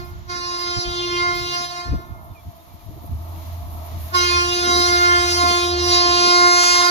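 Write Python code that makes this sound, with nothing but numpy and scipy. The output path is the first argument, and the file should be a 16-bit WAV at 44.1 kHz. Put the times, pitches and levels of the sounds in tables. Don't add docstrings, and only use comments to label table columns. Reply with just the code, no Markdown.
import sys
import numpy as np
from scipy.fft import rfft, irfft, next_fast_len
from scipy.io import wavfile
from scipy.ndimage import uniform_filter1d, map_coordinates

SR = 44100
rng = np.random.default_rng(int(sys.argv[2]) if len(sys.argv) > 2 else 0)


def generate_wav(sig):
    pcm = np.round(np.clip(np.atleast_2d(sig).T, -1, 1) * 32767).astype(np.int16)
    wavfile.write(sys.argv[1], SR, pcm)


N = 304290
T = np.arange(N) / SR
STEP = 32


def amp(db):
    return 10 ** (np.asarray(db) / 20)


def unit(x):
    return x / np.sqrt(np.mean(np.abs(x) ** 2) + 1e-20)


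def curves(rows):
    seconds, *columns = np.transpose(rows)
    return np.array([np.interp(T, seconds, column) for column in columns])


def wobble(rate):
    knots = rng.standard_normal(1200)
    coarse = map_coordinates(knots, [T[::16] * rate], order=2)
    return unit(coarse.repeat(16)[:N])


def filtered(x, response):
    padded = next_fast_len(N + 8192)
    spectrum = rfft(x, padded) * response(np.fft.rfftfreq(padded, 1 / SR))
    return irfft(spectrum, padded)[..., :N]


def noise(colour, alike, lead=0):
    colour_hz, colour_db = np.transpose(colour)
    common, left, right = rng.standard_normal((3, N))
    shared = np.array([np.roll(common, -lead), common])
    pair = np.sqrt(alike) * shared + np.sqrt(1 - alike) * np.array([left, right])
    return unit(filtered(pair, lambda hz: amp(np.interp(np.log(hz + 1), np.log(colour_hz), colour_db))))


def bump(centre, length):
    return np.cos(np.pi * np.clip((T - centre) / length, -.5, .5)) ** 2


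def horn():
    first_overtones = [1, 2, 7, 11]
    # overtone number, level in dB within its register.
    bell = [(1, .7), (2, -4.2), (3, 1), (4, 5), (5, -4), (6, -5.5), (7, -2), (10, -3), (11, -5), (14, -2.8),
            (17, -9), (20, -15), (23, -21), (26, -18.5), (34, -22.5), (38, -31), (43, -36)]
    # time in seconds, scattered share (0-1) before the overtone's own factor,
    # samples of left lead lost as the train moves across, dulling in dB (grows from overtone 14, full at 24).
    air_path = [(0, .5, 0, 9), (2, .5, 0, 5), (4.1, .6, 0, 3), (4.6, .5, 0, 3), (5.3, .47, 0, 1),
                (5.66, .45, .05, 1), (5.76, .45, .1, 9), (5.87, .38, .25, 4), (6.0, .25, .5, 10),
                (6.4, .15, 1.1, 4), (6.72, .13, 1.35, 0), (6.9, .12, 1.5, 4)]
    # overtone number, left minus right level in dB,
    # radians by which the left leads, likeness of the two sides (0-1).
    port_differences = [(1, -.8, .58, .99), (2, 2.1, 1.13, .92), (3, -4.6, 1.92, .92), (4, -1.7, 3.34, .91),
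                        (5, -1.4, 3.3, .76), (6, -2.2, 5.68, .64), (7, -.3, 2.27, .31), (8, 2.2, 2.16, .48),
                        (9, 1.4, 6.36, .34), (10, .3, 5.8, .74), (13, -4.5, 8.8, .7),
                        (16, -2.9, 11.66, .67), (20, 2.8, 14.7, .52), (24, 2.3, 16, .5),
                        (34, -2, 23.5, .28), (43, 1.9, 26.5, .15)]
    # centre in seconds, length in seconds,
    # overtone number, change in dB.
    overtone_swells = [(.45, .6, 2, -7), (.84, .25, 2, 4), (1.1, .45, 2, -10), (1.72, .45, 2, 6),
                       (4.26, .55, 2, -14), (5.47, .3, 2, 4), (5.7, .16, 2, 3), (5.81, .07, 2, -10),
                       (6.74, .15, 2, -5), (.55, .6, 3, 4), (.88, .25, 3, -5), (1.41, .2, 3, -5),
                       (4.155, .07, 3, 7), (4.14, .07, 6, -10), (4.4, .25, 3, 4), (4.58, .22, 3, -9),
                       (5.0, .25, 3, -5), (5.31, .16, 3, -14), (5.78, .14, 3, -10), (6.2, .15, 3, -4),
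                       (6.65, .25, 3, -3), (.46, .3, 6, -11), (.86, .2, 6, -5), (1.27, .5, 6, 6.5),
                       (4.5, .3, 6, -6), (5.1, .45, 6, 6), (5.7, .4, 6, -9), (6.12, .45, 6, -14),
                       (6.75, .5, 6, 4), (.5, .6, 4, -7), (1.1, .3, 4, -7), (4.4, .2, 4, 5),
                       (5.08, .4, 4, 5), (5.95, .9, 4, -9), (6.8, .3, 4, -5), (5.12, .4, 5, 7),
                       (6.3, .5, 5, -7), (4.34, .3, 7, 7), (4.8, .45, 7, -9), (1.52, .2, 8, 6),
                       (4.52, .18, 8, 8), (.44, .45, 9, -12), (1.16, .2, 9, 4), (6.46, .3, 9, -8),
                       (.96, .45, 10, 5), (1.28, .2, 10, -9), (4.22, .3, 10, -9), (5.54, .35, 10, 5),
                       (4.4, .3, 11, -10), (4.76, .35, 11, 4), (6.66, .35, 11, -11), (4.3, .3, 12, 4),
                       (4.82, .3, 12, 4), (6.0, .35, 13, 5), (.6, .7, 14, 4), (6.0, .3, 14, 5),
                       (6.64, .45, 17, 4), (6.64, .45, 18, 5), (6.64, .45, 19, 5), (6.64, .45, 20, 4)]

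    hz, levels, echoing = blowing()
    cycle = np.exp(2j * np.pi * np.cumsum(hz) / SR)
    scattered, lost_lead, dull_db = curves(air_path)[:, ::STEP]
    tail_scattered = .93
    scattered = scattered + (tail_scattered - scattered) * echoing[::STEP]
    lost_turn = 2 * np.pi * hz[::STEP] * lost_lead / SR
    overtones, *port_columns = np.transpose(port_differences)
    out, wave = np.zeros((2, N)), np.ones(N)
    for k in range(1, 44):
        wave = wave * cycle
        pan_db, lead, alike = (np.interp(k, overtones, column) for column in port_columns)
        share = scattered * (1 - np.exp(-(k / 4.8) ** 0.91))
        apart = np.clip(1.55 * scattered * (1 - alike), 0, 1)
        shared, *own = drift(width_hz=2.94 + 0.24 * k, slope=1.28, edge_hz=141,
                             patchy_db=3.5, slow_db=-9 if k < 7 else -4)
        swell_db = sum(db * bump(centre, length)[::STEP]
                       for centre, length, overtone, db in overtone_swells if round(overtone) == k)
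        calm = amp(-2 * np.clip(swell_db, 0, 20))
        share, apart = share * calm, apart * np.sqrt(calm)

        register = np.searchsorted(first_overtones, k, side="right") - 1
        bell_db = np.interp(k, *np.transpose(bell))
        dulling_db = dull_db * np.clip((k - 14) / 10, 0, 1)
        level = levels[register, ::STEP] * amp(bell_db + swell_db - dulling_db)
        for port, sign in enumerate((1, -1)):
            both_ports = np.sqrt(1 - share) + np.sqrt(share) * shared
            path = np.sqrt(1 - apart) * both_ports + np.sqrt(apart) * own[port]
            phase = sign * (lead - k * lost_turn) / 2 - 1.3 * np.sqrt(k)
            gain = np.sqrt(2) * amp(sign * pan_db / 2) * level * path * np.exp(1j * phase)
            out[port] += (np.interp(T, T[::STEP], gain) * wave).real
    return with_crackles(out)


def blowing():
    # time in seconds, pitch in Hz.
    settled_pitch = [(0, 353), (.76, 351.9), (1.77, 352), (2.1, 353.3), (4.3, 352.7), (4.78, 352.7),
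                     (5.67, 351.3), (5.78, 353.3), (6.1, 351), (6.36, 353.1), (6.9, 352.6)]
    # start in seconds, end in seconds, Hz sharp at the start,
    # seconds for the lowest register's echo to fall 60 dB.
    blasts = [(-1, -.03, 0, .75), (.3, 1.8, 2.8, 1.3), (4.15, 6.95, 7, 1.3)]
    # time in seconds, level in dB of each register, low to high.
    ended_blast = [(0, -35, -38, -46, -41)]
    # time in seconds, level in dB of each register, low to high.
    long_blasts = [
        [(0.325, -40, -34, -45, -35), (0.763, -34, -34, -38, -32), (0.817, -36, -37, -47, -28),
         (0.861, -33, -36, -36, -36), (0.927, -33, -36, -40, -34), (0.997, -30, -36, -32, -33),
         (1.095, -29, -32, -36, -35), (1.165, -29, -30, -32, -32), (1.277, -30, -26, -41, -34),
         (1.495, -35, -37, -37, -33), (1.543, -40, -32, -34, -29), (1.589, -42, -32, -43, -32),
         (1.647, -39, -35, -38, -31), (1.687, -47, -40, -44, -37), (1.8, -42, -35, -44, -38)],
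        [(4.17, -28, -23, -30, -24), (4.51, -28, -31, -31, -29), (4.76, -25, -24, -35, -24),
         (4.82, -25, -25, -30, -23), (5.14, -26, -24, -32, -29), (5.35, -26, -27, -30, -24),
         (5.45, -30, -22, -36, -27), (5.51, -27, -24, -28, -24), (5.75, -25, -31, -37, -31),
         (5.95, -23, -23, -29, -19), (6.04, -26, -21, -31, -24), (6.27, -24, -22, -29, -21),
         (6.45, -22, -18, -36, -24), (6.67, -33, -24, -27, -20), (6.89, -27, -19, -32, -23)],
    ]
    tail_lasts = np.reshape([1, .85, .6, .48], (4, 1))

    attack_s, settle_s = .05, .06
    echo_first_s = .13
    hz, levels, echoing = curves(settled_pitch)[0], np.zeros((4, N)), np.ones(N)
    for (start, end, sharp_hz, t60), held in zip(blasts, [ended_blast, *long_blasts]):
        rise_db = -40 * (start - T).clip(0) / attack_s / tail_lasts ** .5
        fall_db = -60 * (T - end).clip(0) / (t60 * tail_lasts)
        levels = levels + amp(curves(held) + rise_db + fall_db)
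        sharpness = np.exp(-(T - start).clip(0) / settle_s) * (T > start - attack_s)
        hz = hz + sharp_hz * sharpness
        echoing = echoing * ((T < start - attack_s) | (T > end - echo_first_s))
    return hz, levels, uniform_filter1d(echoing, size=2000)


def drift(width_hz, slope, edge_hz, patchy_db, slow_db):
    count = len(T[::STEP])
    hz = np.fft.fftfreq(count, STEP / SR)
    shape = (1 + (hz / width_hz) ** 2) ** (-slope / 2) * np.exp(-(hz / edge_hz) ** 4)
    slow = np.exp(-(hz / 9) ** 2)
    white = rng.standard_normal((3, count)) + 1j * rng.standard_normal((3, count))
    scale = np.sqrt(np.mean(np.abs(np.fft.ifft(white * shape)) ** 2))
    patches = unit(amp(patchy_db * wobble(9)[::STEP]))
    swells = amp(slow_db) * np.fft.ifft(white * shape * slow)
    flutter = patches * np.fft.ifft(white * shape * (1 - slow))
    return (swells + flutter) / scale


def with_crackles(tone):
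    # centre in seconds, length in seconds, noise share at the centre (0-1).
    crackles = [(6.639, .012, .75), (6.755, .016, .5), (6.78, .02, .2), (6.824, .014, .33)]
    # frequency in Hz, relative level in dB per Hz.
    crackle_colour = [(500, -35), (900, 2), (2200, -6), (6500, -4), (8000, -14), (13000, -19), (16000, -40)]
    noise_share = sum(share * np.sqrt(bump(centre, length)) for centre, length, share in crackles)
    loudness = uniform_filter1d(np.abs(tone), size=200, axis=1)
    crackle = loudness * noise(crackle_colour, 0.14, lead=15)
    return tone * np.sqrt(1 - noise_share ** 2) + 1.3 * noise_share * crackle


def train():
    # time in seconds, rolling level in dB, far roar level in dB, rail hiss level in dB.
    train_levels = [(0, -48.5, -54, -55), (.2, -51.5, -54.5, -61), (1, -45.5, -56, -64),
                    (2.1, -48, -56.5, -58), (2.6, -50, -58.5, -57), (3.0, -49, -56, -55),
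                    (3.4, -42, -54, -50.5), (3.7, -43, -49.5, -51), (4.1, -41, -47.5, -45.5),
                    (4.5, -44.5, -58, -72), (5.3, -41, -77, -64), (5.75, -41.5, -62, -59),
                    (6, -37.5, -62, -53), (6.9, -44, -48, -56)]
    # frequency in Hz, level in dB against the rolling noise.
    whine_tones = [(323, -15), (640, -17), (667.5, -12), (699.8, -8.5), (872, -27), (1114, -42)]
    # start in seconds, level in dB, seconds to fade by 60 dB.
    sizzles = [(.04, -57, 0.28), (.585, -45, .2), (.89, -57, .15), (1.344, -42.5, 0.49), (1.45, -58, 0.46),
               (3.05, -55, 0.13), (3.36, -48, 0.11), (3.7, -52, 0.38), (3.86, -38, 0.073), (4.0, -46, 0.4),
               (5.0, -38, .3)]
    # frequency in Hz, relative level in dB per Hz.
    roll_colour = [(120, -25), (200, -11), (323, -7), (371, -13), (530, -17), (676, 2), (764, -10.5),
                   (878, -4.5), (1310, -10.5), (1600, -37.5), (2080, -64), (3520, -120)]
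    roar_colour = [(880, -36), (1500, -6), (2240, -3), (2430, -6.5), (4030, -3.5), (4730, -7.5),
                   (7000, -8.5), (8000, -32), (10400, -50), (17600, -120)]
    hiss_colour = [(4410, -54), (7500, -31), (8260, -26), (9560, -21.5), (12100, -5), (12500, -6),
                   (15500, -22)]

    roll_db, roar_db, hiss_db = curves(train_levels)
    tones = np.zeros(N)
    for hz, db in whine_tones:
        turn = 2 * np.pi * hz * T
        tones += amp(db) * (wobble(6.5) * np.sin(turn) + wobble(7.7) * np.cos(turn))
    rolling = amp(1.5 * wobble(7.9)) * noise(roll_colour, 0.51, lead=11)
    roll = amp(roll_db) * (rolling + np.array([np.roll(tones, -13), tones]))
    roar = amp(roar_db + 1.9 * wobble(4.9)) * noise(roar_colour, 0.098, lead=13)

    sizzle = np.zeros(N)
    for start, db, t60 in sizzles:
        age = (T - start).clip(0)
        sizzle += amp(db - 60 * age / t60) * (1 - np.exp(-age / 0.004))
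    grain = amp(0.78 * wobble(9.8) + 1.5 * wobble(60))
    return roll + roar + (amp(hiss_db) + sizzle) * grain * noise(hiss_colour, 0.12, lead=13)


def train_hum():
    # time in seconds, level in dB, pitch in Hz.
    hum_course = [(0, -60, 110), (.85, -56, 110), (1.0, -45, 114), (1.75, -51, 134), (2.0, -60, 136),
                  (2.97, -60, 80), (3.15, -30, 82), (3.25, -36, 82), (3.4, -33, 82), (4.0, -32, 82),
                  (4.6, -38, 83), (5.35, -34, 83), (5.55, -38, 83), (5.75, -30.5, 83), (6.0, -32, 83),
                  (6.12, -39, 83), (6.9, -49, 83)]
    hum_db, hz = curves(hum_course)
    level = np.sqrt(2) * amp(hum_db + 2 * wobble(9) + 2 * wobble(30))
    hum = level * np.sin(2 * np.pi * np.cumsum(hz + 3.5 * wobble(22)) / SR)
    return hum * amp([[-.7], [.7]])


def wind_rumble():
    # frequency in Hz, relative level in dB per Hz.
    buffet_colour = [(12, -52), (20, -6), (53, 7.5), (86, 11), (300, -13.5), (348, -24), (400, -29),
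                     (520, -55), (880, -120)]
    # time in seconds, left level in dB, right level in dB.
    wind_levels = [(0, -36, -35), (.3, -43, -38), (.6, -50, -41), (1.0, -40, -40), (1.45, -38, -38),
                   (1.7, -58, -46), (2.1, -43, -39), (2.6, -50, -48), (3.0, -35, -38), (3.4, -38, -38),
                   (4.3, -38, -38), (4.8, -46, -39), (5.2, -40, -40), (5.5, -49, -41), (5.8, -40, -40),
                   (6.15, -49, -40), (6.9, -55, -52)]
    # centre in seconds, length in seconds, left level in dB, right level in dB.
    wind_thumps = [(.78, .04, -25, -19), (.89, .1, -29, -31), (1.93, .18, -18, -21.5),
                   (2.12, .07, -35, -33), (2.32, .06, -37, -36), (2.48, .08, -31, -34),
                   (2.74, .06, -35, -51), (2.88, .06, -31, -60), (3.13, .14, -31, -29)]
    rumble = noise(buffet_colour, 0.22)
    power = np.abs(uniform_filter1d(rumble ** 2, size=2500, axis=1))
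    rumble = unit(rumble / np.sqrt(power + 0.1))
    lumps = np.array([unit(amp(depth_db * wobble(14))) for depth_db in (4, 2.5)])
    thumps = sum(amp([[left_db], [right_db]]) * bump(centre, length)
                 for centre, length, left_db, right_db in wind_thumps)
    return (amp(curves(wind_levels)) * lumps + thumps) * rumble


def gusts():
    # centre in seconds, length in seconds before a stretch of 1.32, left dB, right dB.
    wind_slaps = [(0.37, 0.17, -43, -70), (.55, 0.14, -45, -62), (.68, 0.066, -37, -60),
                  (.79, .08, -54, -40), (0.866, .1, -48, -50), (1.503, 0.13, -38, -70),
                  (1.606, 0.14, -45, -70), (1.661, 0.023, -40, -52), (1.88, 0.082, -43, -42),
                  (1.938, 0.05, -35, -30.5), (2.001, 0.056, -44, -41), (2.907, 0.084, -48, -47),
                  (2.967, 0.066, -54, -47), (3.039, 0.054, -42, -46), (3.133, 0.058, -62, -49),
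                  (4.587, 0.12, -38.5, -70), (4.686, .12, -30.5, -43), (4.781, 0.099, -31.5, -60),
                  (4.917, .12, -40, -70), (5.102, 0.059, -48, -70), (5.467, 0.18, -30, -52),
                  (5.661, .08, -39, -70), (6.089, 0.16, -33.5, -70), (6.199, .07, -32, -70),
                  (6.265, 0.084, -27.5, -70), (6.434, 0.062, -34, -70), (6.52, .07, -42, -70),
                  (6.659, 0.1, -33.5, -70), (6.792, 0.14, -39.5, -70)]
    # frequency in Hz, relative level in dB per Hz.
    slap_colour = [(120, -33), (200, 0), (300, 8), (500, -4), (800, -18.5), (1500, -32), (3000, -80)]
    shape = sum(amp([[left_db], [right_db]]) * bump(centre, 1.32 * length)
                for centre, length, left_db, right_db in wind_slaps)
    return shape * amp(4.0 * wobble(45)) * noise(slap_colour, 0.42)


def birds():
    # start in seconds, length in seconds, start pitch in Hz, end pitch in Hz,
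    # level in dB before the left-right balance.
    chirps = [(2.3, 0.034, 3600, 3600, -59), (2.34, 0.073, 2750, 2320, -51), (2.38, 0.043, 3380, 3380, -61),
              (2.59, 0.037, 3560, 3700, -59), (2.667, .085, 2700, 2300, -63), (2.79, .04, 2700, 2350, -60)]
    out = np.zeros(N)
    for start, length, start_hz, end_hz, db in chirps:
        hz = end_hz + (start_hz - end_hz) * np.exp(-4.5 * (T - start).clip(0) / length)
        swell = np.sqrt(bump(start + length / 2, length))
        out += amp(db) * swell * np.sin(2 * np.pi * np.cumsum(hz) / SR)
    return out * amp([[-2.5], [2.5]])


def scene():
    return horn() + train() + train_hum() + wind_rumble() + gusts() + birds()


def record(dry):
    top_hz = 15650
    rounded = dry / (1 + np.abs(dry / .98) ** 6) ** (1 / 6)
    return filtered(rounded, lambda hz: hz < top_hz)


dry = scene()
out = record(dry)
generate_wav(out)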